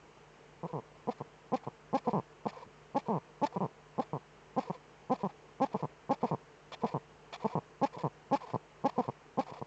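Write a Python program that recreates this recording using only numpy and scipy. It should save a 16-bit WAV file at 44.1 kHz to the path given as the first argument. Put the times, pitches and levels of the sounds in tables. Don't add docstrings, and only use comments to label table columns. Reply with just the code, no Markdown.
import sys
import numpy as np
from scipy import signal
from scipy.fft import rfft, irfft, next_fast_len
from scipy.io import wavfile
from scipy.ndimage import uniform_filter1d

SR = 44100
rng = np.random.default_rng(int(sys.argv[2]) if len(sys.argv) > 2 else 0)


def amplitude_ratio(level_db):
    exponent = np.asarray(level_db, float) / 20
    return 10 ** exponent


def unload_wav(signal):
    wavfile.write(
        sys.argv[1],
        SR,
        np.round(np.clip(np.atleast_2d(signal).T, -1, 1) * 32767).astype(np.int16),
    )


N = 426006

# freq_hz, density_db
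NIGHT_SPECTRUM = [(20, -14), (60, -7), (110, -12.5), (300, -11), (400, -6.5), (455, -0.5), (510, -9.5),
                  (1000, -8.5), (1400, -12.5), (3000, -16.5), (3500, -24), (7000, -24)]
NIGHT_DB = -58
# freq_hz, rms_db
HUM = [(50, -66.5), (150, -72.5)]
# freq_hz, t60_s
ROCK_DECAY = [(200, 0.017), (1000, 0.11), (6000, 0.015)]
# freq_hz, gain_db
MIC_RESPONSE = [(40, -12.5), (120, 4.5), (7000, -4), (7800, -8.5), (8500, -18.5), (8900, -45.5),
                (9600, -90)]

# freq_hz, width_hz
PIPE_NARROW = [(1001, 171), (553, 1210), (1810, 1600)]
PIPE_OPENED = [(885, 177), (703, 1760), (2480, 840)]
# freq_hz, width_hz, level_db
CHEST_NARROW = (167, 64, 0.7)
CHEST_OPENED = (194, 42.6, 0)
# freq_hz, width_hz, level_db
THROAT_SAC = (448.4, 63, 0)
# time_s, level_db
SAC_LEVEL = [
    (.9, 7),
    (2, 0),
]
# freq_hz, width_hz, level_db
BEAK = [(1780, 130, -1.5), (2362, 257, 0.5), (3470, 380, -5), (4310, 460, -4.5), (5180, 700, -8),
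        (7130, 750, -13.5)]
# freq_hz, width_hz, level_db
BEAK_CLICK = [(1647, 150, -1), (2420, 340, -2.5), (3180, 1800, -9.5), (5400, 440, -8), (6100, 500, -12.5)]
# freq_hz, width_hz, level_db
GAPE = (3425, 150, 3.1)
# narrow_hz, opened_hz, width_hz, level_db
WHEEZE = [(500, 790, 140, -3.5), (1070, 960, 400, -2), (1232, 1000, 130, -13.5)]

# start_s, end_s, ring_db
GASPS = [
    (6.726, 6.754, 3),
    (7.327, 7.373, -5),
]
# time_s, level_db
GULPS = [
    (2.664, -24),
    (2.673, -25),
]
# start_s, length_s, level_db, octave_db (above the whistle)
SQUEAKS = [(0.683, 0.042, -51.7, 0.5), (2.046, 0.05, -45, -3.5), (2.093, 0.038, -47, -1.5),
           (2.561, 0.025, -47.5, -0.5), (2.596, 0.02, -56, 0), (2.62, 0.024, -51, 5.5),
           (3.053, 0.034, -51.5, 2), (3.532, 0.034, -48.5, -0.5), (4.664, 0.034, -49.4, 0),
           (4.74, 0.031, -53, 1.5), (5.201, 0.031, -52.5, 1), (5.725, 0.019, -58, 9),
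           (5.79, 0.028, -49, -2), (6.292, 0.022, -52, -4), (6.816, 0.02, -47.5, 3), (6.911, 0.026, -50, 1),
           (7.416, 0.029, -51.5, 4.5), (7.52, 0.03, -52.5, 8), (7.936, 0.029, -49, 3),
           (7.981, 0.054, -52.5, 6), (8.423, 0.036, -51, 5), (8.513, 0.03, -62, 0),
           (8.957, 0.024, -48.5, 1.5), (9.042, 0.023, -51.5, 2.5), (9.481, 0.032, -52, 2),
           (9.578, 0.022, -51, -1)]
SQUEAK_HZ = 501

# start_s, length_s, held_hz, pulse_db, hiss_db
LEADS = [(1.0736, .0276, 244, -22.5, -59), (1.521, 0.033, 252.7, -20, -50),
         (1.9303, .0369, 262.7, -19, -47), (2.456, 0.015, 273, -19.5, -55), (2.948, .0333, 271.7, -20, -47),
         (3.417, .0355, 282.7, -19.5, -44), (3.9817, .0252, 262, -19.5, -53),
         (4.5657, .0295, 256.7, -19, -49.5), (5.0987, .0384, 250, -19, -51.5),
         (5.6029, 0.0452, 259.7, -18.5, -46.5), (6.0948, .0324, 267, -18.5, -47),
         (7.816, .0354, 268.8, -18, -43), (8.3134, .0397, 269.5, -18, -43.5),
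         (8.8407, .0329, 269, -18, -45), (9.375, 0.0295, 263, -18.5, -47.5)]
LEAD_START_HZ, LEAD_RISE_S, CREEP_HZ_PER_S, LEAD_START_DB, LEAD_END_DB = 150.5, .0145, 650, -9, -1
# start_s, length_s, top_hz, last_hz, pulse_db
ARCHES = [(4.7, .0107, 186, 177, -21.5), (2.0726, .0209, 258, 229, -19), (3.562, .0163, 206, 142, -21.5),
          (5.2343, .0362, 214.6, 177, -21.5), (5.7443, .0204, 226, 133, -20.5),
          (6.2315, .0252, 264.4, 220, -19), (6.836, .0221, 256, 195, -18.5), (7.4454, .0184, 235, 217, -20),
          (8.9805, .0287, 264, 233, -18.5)]
ARCH_START_HZ, ARCH_RISE_S, ARCH_START_DB, ARCH_DB_PER_HZ = 195, .009, -4, .09
# start_s, length_s, top_hz (or dip), last_hz, pulse_db
DRAWLS = [
    (0.6334, .0292, 158, 189, -29),
    (.733, 0.064, 170, 112, -28.5),
    (2.133, .0653, 218.8, 102, -21.5),
    (3.0853, .0973, 240.8, 122, -23),
    (3.6066, 0.055, 216.3, 107.4, -23),
]
DRAWL_START_HZ, DRAWL_RISE_S, DRAWL_START_DB, DRAWL_END_DB = 181, .012, -1.5, -2
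# start_s, length_s, first_hz, first_db (over the rest), pulse_db
CLOSERS = [(1.2046, 0.015, 168, -8, -27), (1.668, 0.015, 165, -8.5, -24.5),
           (4.1336, 0.043, 151.8, 2, -26.5), (5.8266, 0.027, 170, -4, -23.5),
           (6.3132, 0.034, 195, 0, -22.5), (6.9416, .0361, 171, .3, -23.5), (7.5547, .0334, 191, 2.5, -23),
           (7.9682, .007, 160, -4, -30.5), (8.0363, .0418, 175.4, -6, -21), (8.5362, 0.024, 157, -8, -20.5),
           (9.0815, 0.016, 135.9, -3, -23), (9.5156, .0074, 150.3, -3, -33),
           (9.6161, 0.0084, 130.3, -3.5, -25)]
CREAK_HZ, CLOSER_RISE_S, CLOSER_END_DB = 109.9, .007, 0.44
CLOSER_AIR_S, SPENT_DB = .0345, -5.5
LAST_BEAT_DB = -2

HISS_START_DB, HISS_OPEN_DB, HISS_OPEN_S, HISS_TOP_SHARE, HISS_END_DB = -21.5, -5, 0.0044, .65, -5
ARCH_HISS_DB, ARCH_HISS_LATE_DB, DRAWL_HISS_DB, CLOSER_HISS_DB = -37, -9, -41.5, -43.5

# start_s, length_s, wheeze_db, hiss_db
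PUFFS = [(1.104, .028, -48, -59), (1.556, 0.0252, -47, -52), (1.97, 0.02215, -43, -52.5),
         (2.477, 0.03375, -45, -53), (2.984, 0.0239, -44, -52), (3.455, 0.02353, -41, -49),
         (4.012, .029, -43.5, -56), (4.599, 0.037, -44, -55), (5.14, .027, -45.5, -59),
         (5.651, 0.0203, -45.5, -56), (6.13, 0.0211, -44.5, -57.5), (6.719, .033, -42, -51.5),
         (6.861, .035, -42, -54.5), (7.325, .04, -40.5, -50.5), (7.855, 0.02416, -40, -52),
         (8.356, .022, -38, -52.5), (8.878, .025, -38, -52.5), (9.409, .028, -41.5, -54.5)]
PUFF_ATTACK_S, PUFF_RELEASE_S, PUFF_SAG_DB = .004, .009, -5
PUFF_OPENS = (.3, .9)
# start_s, length_s, wheeze_db, opening (0-1)
SIGHS = [(0.665, .066, -60.5, .15), (1.179, 0.02, -55.5, 0.16), (1.633, .022, -46, 0.77),
         (2.043, 0.02593, -49.5, 0.44), (2.096, .035, -47, 0.66), (2.528, .11, -48.5, .85),
         (3.056, .028, -51.5, .5), (3.522, .038, -52, 0.7), (4.044, .08, -63.5, .5),
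         (4.629, .07, -48.5, 0.62), (4.722, .045, -45.5, .8), (5.186, .045, -50.5, .6),
         (5.286, .032, -47.5, .95), (5.714, 0.0283, -50, 0.62), (5.763, .055, -48, 0.5),
         (6.206, .022, -50.5, 0.28), (6.254, .053, -44.5, 0.52), (6.805, 0.01996, -48.5, .4),
         (6.889, .05, -46, 0.66), (7.399, .045, -45, .7), (7.462, .087, -44.5, 0.76),
         (7.928, .036, -48, 0.51), (7.981, .05, -44, .4), (8.402, .055, -45, .75), (8.462, .07, -45, .7),
         (8.919, .06, -54, .8), (9.009, .066, -48, 0.67), (9.461, .052, -44, .85), (9.532, 0.021, -45, .5),
         (9.553, .048, -43, .9)]
SIGH_ATTACK_S, SIGH_RELEASE_S, SIGH_SAG_DB, SIGH_HISS_DB, SIGH_CLOSES = .008, .016, -2, -14, .15
WIDE_HISS_DB = -8


def unit(x):
    return x / np.sqrt(np.mean(x ** 2) + 1e-20)


def along(points, hz):
    f, v = np.transpose(points)
    return np.interp(np.log(hz + 1), np.log(f + 1), v)


def filtered(x, response):
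    m = next_fast_len(N + SR // 2)
    return irfft(rfft(x, m) * response(np.fft.rfftfreq(m, 1 / SR)), m)[..., :N]


def series(modes):
    return lambda f: np.prod([c * c / (c * c - f * f + 1j * f * w) for c, w in modes], axis=0)


def parallel(modes):
    def response(f):
        total = 0
        for k, (c, w, db) in enumerate(modes):
            total = total + (-1) ** k * amplitude_ratio(db) * 1j * f * w / (c * c - f * f + 1j * f * w)
        return total
    return response


def spikes(s, size):
    i, part = np.divmod(s * SR, 1)
    places = np.r_[i, i + 1].astype(int)
    return np.bincount(places, np.r_[size * (1 - part), size * part], N + 2)[:N]


def night():
    z = signal.stft(rng.standard_normal(N), nperseg=512)[2]
    patches = uniform_filter1d(rng.standard_normal(z.shape), size=5, axis=0)
    patches = uniform_filter1d(patches, size=12, axis=1)
    rush = signal.istft(z * amplitude_ratio(.6 * unit(patches)), nperseg=512)[1][:N]
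    rush = amplitude_ratio(NIGHT_DB) * unit(filtered(rush, lambda hz: amplitude_ratio(along(NIGHT_SPECTRUM, hz))))
    drift = amplitude_ratio(1.5 * unit(uniform_filter1d(rng.standard_normal(N), size=4000)))
    t = np.arange(N) / SR
    hum = sum(np.sqrt(2) * amplitude_ratio(db) * np.sin(2 * np.pi * hz * t) for hz, db in HUM)
    return rush + drift * hum


def rock(x):
    hz, t, z = signal.stft(rng.standard_normal(SR // 8), SR, nperseg=128)
    decay = amplitude_ratio(-60 * t / along(ROCK_DECAY, hz)[:, None])
    tail = signal.istft(z * decay, SR, nperseg=128)[1]
    delayed = np.pad(x, (130, 0))
    return signal.fftconvolve(delayed, tail / np.linalg.norm(tail))[:N]


def squeaks():
    tone, shut = np.zeros(N), np.zeros(N)
    variation = rng.standard_normal((len(SQUEAKS), 2))
    for (s, length, db, octave_db), (detune, lag) in zip(SQUEAKS, variation):
        u = np.linspace(0, 1, round(length * SR))
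        waver = 100 * uniform_filter1d(rng.standard_normal(len(u)), size=90)
        hz = SQUEAK_HZ * (1.05 - 0.14 * u) + 6 * detune + waver
        turn = 2 * np.pi * np.cumsum(hz) / SR
        swell = np.sin(np.pi * u) ** 1.7
        whistle = np.sin(turn) + amplitude_ratio(octave_db) * np.sin(2 * turn + lag)
        tone[round(s * SR):][:len(u)] += np.sqrt(2) * amplitude_ratio(db) * swell * whistle
        shut[round(s * SR):][:len(u)] = np.sqrt(swell)
    return tone, shut


def clucks():
    for s, length, hz, db, hiss_db in LEADS:
        rise, top = min(LEAD_RISE_S, .99 * length), HISS_TOP_SHARE * length
        opens = [min(rise, top) - HISS_OPEN_S, min(rise + HISS_OPEN_S / 2, .9 * top)]
        at = np.sort([0, rise, top, length, *opens])
        knots = [0, rise, length]
        rate = np.interp(at, knots, [LEAD_START_HZ, hz, hz + CREEP_HZ_PER_S * (length - rise)])
        size = db + np.interp(at, knots, [LEAD_START_DB, 0, LEAD_END_DB])
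        hiss_shape = [HISS_START_DB, HISS_OPEN_DB, 0, HISS_END_DB]
        yield s + at, rate, size, hiss_db + np.interp(at, [*opens, top, length], hiss_shape)
    for s, length, hz, last, db in ARCHES:
        at = np.array([0, ARCH_RISE_S, length])
        size = db + np.array([ARCH_START_DB, 0, ARCH_DB_PER_HZ * (last - hz)])
        hiss = size + ARCH_HISS_DB + np.array([ARCH_HISS_LATE_DB, 0, 0])
        yield s + at, [ARCH_START_HZ, hz, last], size, hiss
    for s, length, hz, last, db in DRAWLS:
        at = np.array([0, DRAWL_RISE_S, length])
        size = db + np.array([DRAWL_START_DB, 0, DRAWL_END_DB])
        yield s + at, [DRAWL_START_HZ, hz, last], size, size + DRAWL_HISS_DB
    for s, length, hz, first_db, db in CLOSERS:
        rise = min(CLOSER_RISE_S, .9 * length)
        end_db = CLOSER_END_DB + SPENT_DB * (length > CLOSER_AIR_S)
        size = db + np.array([first_db, 0, CLOSER_END_DB, end_db])
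        at = np.array([0, rise, max(rise, length - 1 / CREAK_HZ), length])
        yield s + at, hz + (CREAK_HZ - hz) * at / length, size, size + CLOSER_HISS_DB


def beats():
    rows = []
    for s, hz, db, _ in clucks():
        held = hz[-1] > 1.15 * hz[0]
        t = np.arange(s[0], s[-1] + .5 / hz[-1], 1 / SR)
        turns = np.cumsum(np.interp(t, s, hz)) / SR
        whole = int(turns[-1])
        fit = 1 if held else whole / (turns[-1] - .5)
        beat = np.arange(whole + 1)
        when = np.interp(beat, fit * turns, t)
        rebound_db = 1.2 * (beat == 1) - 2.1 * (beat == 2)
        rebound_db += LAST_BEAT_DB * (beat == beat[-1]) * (len(beat) > 6)
        rows.append([when, fit * np.interp(when, s, hz), np.interp(when, s, db) + rebound_db])
    return np.hstack(rows)


def airflow():
    t = np.arange(N) / SR
    wheeze, hiss, opened = np.zeros((3, N))
    for s, _, _, hiss_db in clucks():
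        on = slice(round(s[0] * SR), round((s[-1] + PUFF_ATTACK_S) * SR))
        hiss[on] += amplitude_ratio(np.interp(t[on], s, hiss_db))
    breaths = [(*row, PUFF_ATTACK_S, PUFF_RELEASE_S, PUFF_SAG_DB, *PUFF_OPENS) for row in PUFFS]
    for s, length, db, wide in SIGHS:
        hiss_db = db + SIGH_HISS_DB + WIDE_HISS_DB * (wide - .5)
        breaths.append((s, length, db, hiss_db, SIGH_ATTACK_S, SIGH_RELEASE_S, SIGH_SAG_DB,
                        wide + SIGH_CLOSES, wide - SIGH_CLOSES))
    for s, length, db, hiss_db, attack, release, sag_db, first, last in breaths:
        on = slice(round((s - attack / 2) * SR), round((s + length + release / 2) * SR))
        u = t[on] - s
        flow = np.clip(np.minimum(u / attack, (length - u) / release) + .5, 0, 1) ** 2
        pipe = flow * amplitude_ratio(db + sag_db * (u / length - .5))
        wheeze[on] += pipe
        hiss[on] += amplitude_ratio(hiss_db) * flow
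        opened[on] += pipe * (first + (last - first) * u / length)
    return wheeze, hiss, np.clip(opened / (wheeze + 1e-9), 0, 1)


def blown(hz, width_hz):
    a, b = filtered(rng.standard_normal((2, N)), lambda f: 1 / (1 + 2j * f / width_hz) ** 2)
    turn = 2 * np.pi * np.cumsum(hz) / SR
    return unit(a * np.cos(turn) + b * np.sin(turn))


def windpipe_breath(opening):
    return sum(amplitude_ratio(db) * blown(low + (high - low) * opening, width) for low, high, width, db in WHEEZE)


def beak_noise(hiss, s, hz, effort, voiced, gusts):
    clicks = spikes(s - .0007, np.sqrt(SR / hz) * (0.62 + 0.49 * effort))
    burst = signal.fftconvolve(clicks, np.exp(-np.arange(300) / (.0011 * SR)))[:N] / 5
    air = hiss * rng.standard_normal(N) * ((1 - .85 * voiced) * gusts + .3 * burst)
    t = np.arange(N) / SR
    wide = sum(amplitude_ratio(db) * ((t > a) & (t < b)) for a, b, db in GASPS)
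    scale = np.std(filtered(rng.standard_normal(N), parallel(BEAK)))
    beak = filtered(air, parallel(BEAK))
    beak += filtered(hiss * clicks, parallel(BEAK_CLICK))
    beak += filtered(air * wide, parallel([GAPE]))
    return beak / scale


def pulse(pipe, chest, push, low_hz):
    def response(f):
        early = np.exp(2j * np.pi * f * 0.00069)
        body = series(pipe)(f) * (push * early - 1) - amplitude_ratio(chest[2]) * series([chest[:2]])(f)
        return body * 1j * f / (low_hz + 1j * f)
    return response


def voice(s, hz, db, effort):
    scatter_db = (.9 - .5 * effort) * rng.standard_normal(len(s))
    size = amplitude_ratio(db + 23.5 + scatter_db)
    narrow = pulse(PIPE_NARROW, CHEST_NARROW, push=0.53, low_hz=141)
    opened = pulse(PIPE_OPENED, CHEST_OPENED, push=1.14, low_hz=185)
    sound = filtered(spikes(s, size * (1 - effort)), narrow)
    sound += filtered(spikes(s, size * effort * amplitude_ratio(-2.5)), opened)
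    sac_db = np.interp(np.arange(N) / SR, *np.transpose(SAC_LEVEL))
    return sound + filtered(sound * amplitude_ratio(sac_db), parallel([THROAT_SAC]))


def gulps():
    s, db = np.transpose(GULPS)
    return -filtered(spikes(s, amplitude_ratio(db + 6)), pulse([(200, 340)], CHEST_NARROW, push=0, low_hz=60))


def owl():
    s, hz, db = beats()
    s = s - .0008
    effort = np.clip((hz - 185) / 70, 0, 1)
    wheeze, hiss, opening = airflow()
    whistle, shut = squeaks()
    voiced = np.clip(uniform_filter1d(spikes(s + .001, SR / hz), size=300) * 1.5, 0, 1)
    gusts = amplitude_ratio(2.5 * unit(uniform_filter1d(rng.standard_normal(N), size=350)))
    breath = wheeze * (1 - voiced) * (1 - 0.72 * shut) * gusts * windpipe_breath(opening)
    beak = beak_noise(hiss, s, hz, effort, voiced, gusts)
    return voice(s, hz, db, effort) + gulps() + whistle + amplitude_ratio(-5.5) * breath + amplitude_ratio(2.0) * beak


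def scene():
    bird = owl()
    return (bird + amplitude_ratio(-26.5) * rock(bird) + night())[None]


def band_limit(x):
    return signal.sosfilt(signal.butter(12, 8810, fs=SR, output="sos"), x)


def record(dry):
    soft = dry / (1 + np.abs(dry / .19) ** 4) ** (1 / 4)
    mix = filtered(soft, lambda hz: amplitude_ratio(along(MIC_RESPONSE, hz)))
    return band_limit(mix)


dry = scene()
out = record(dry)
unload_wav(out)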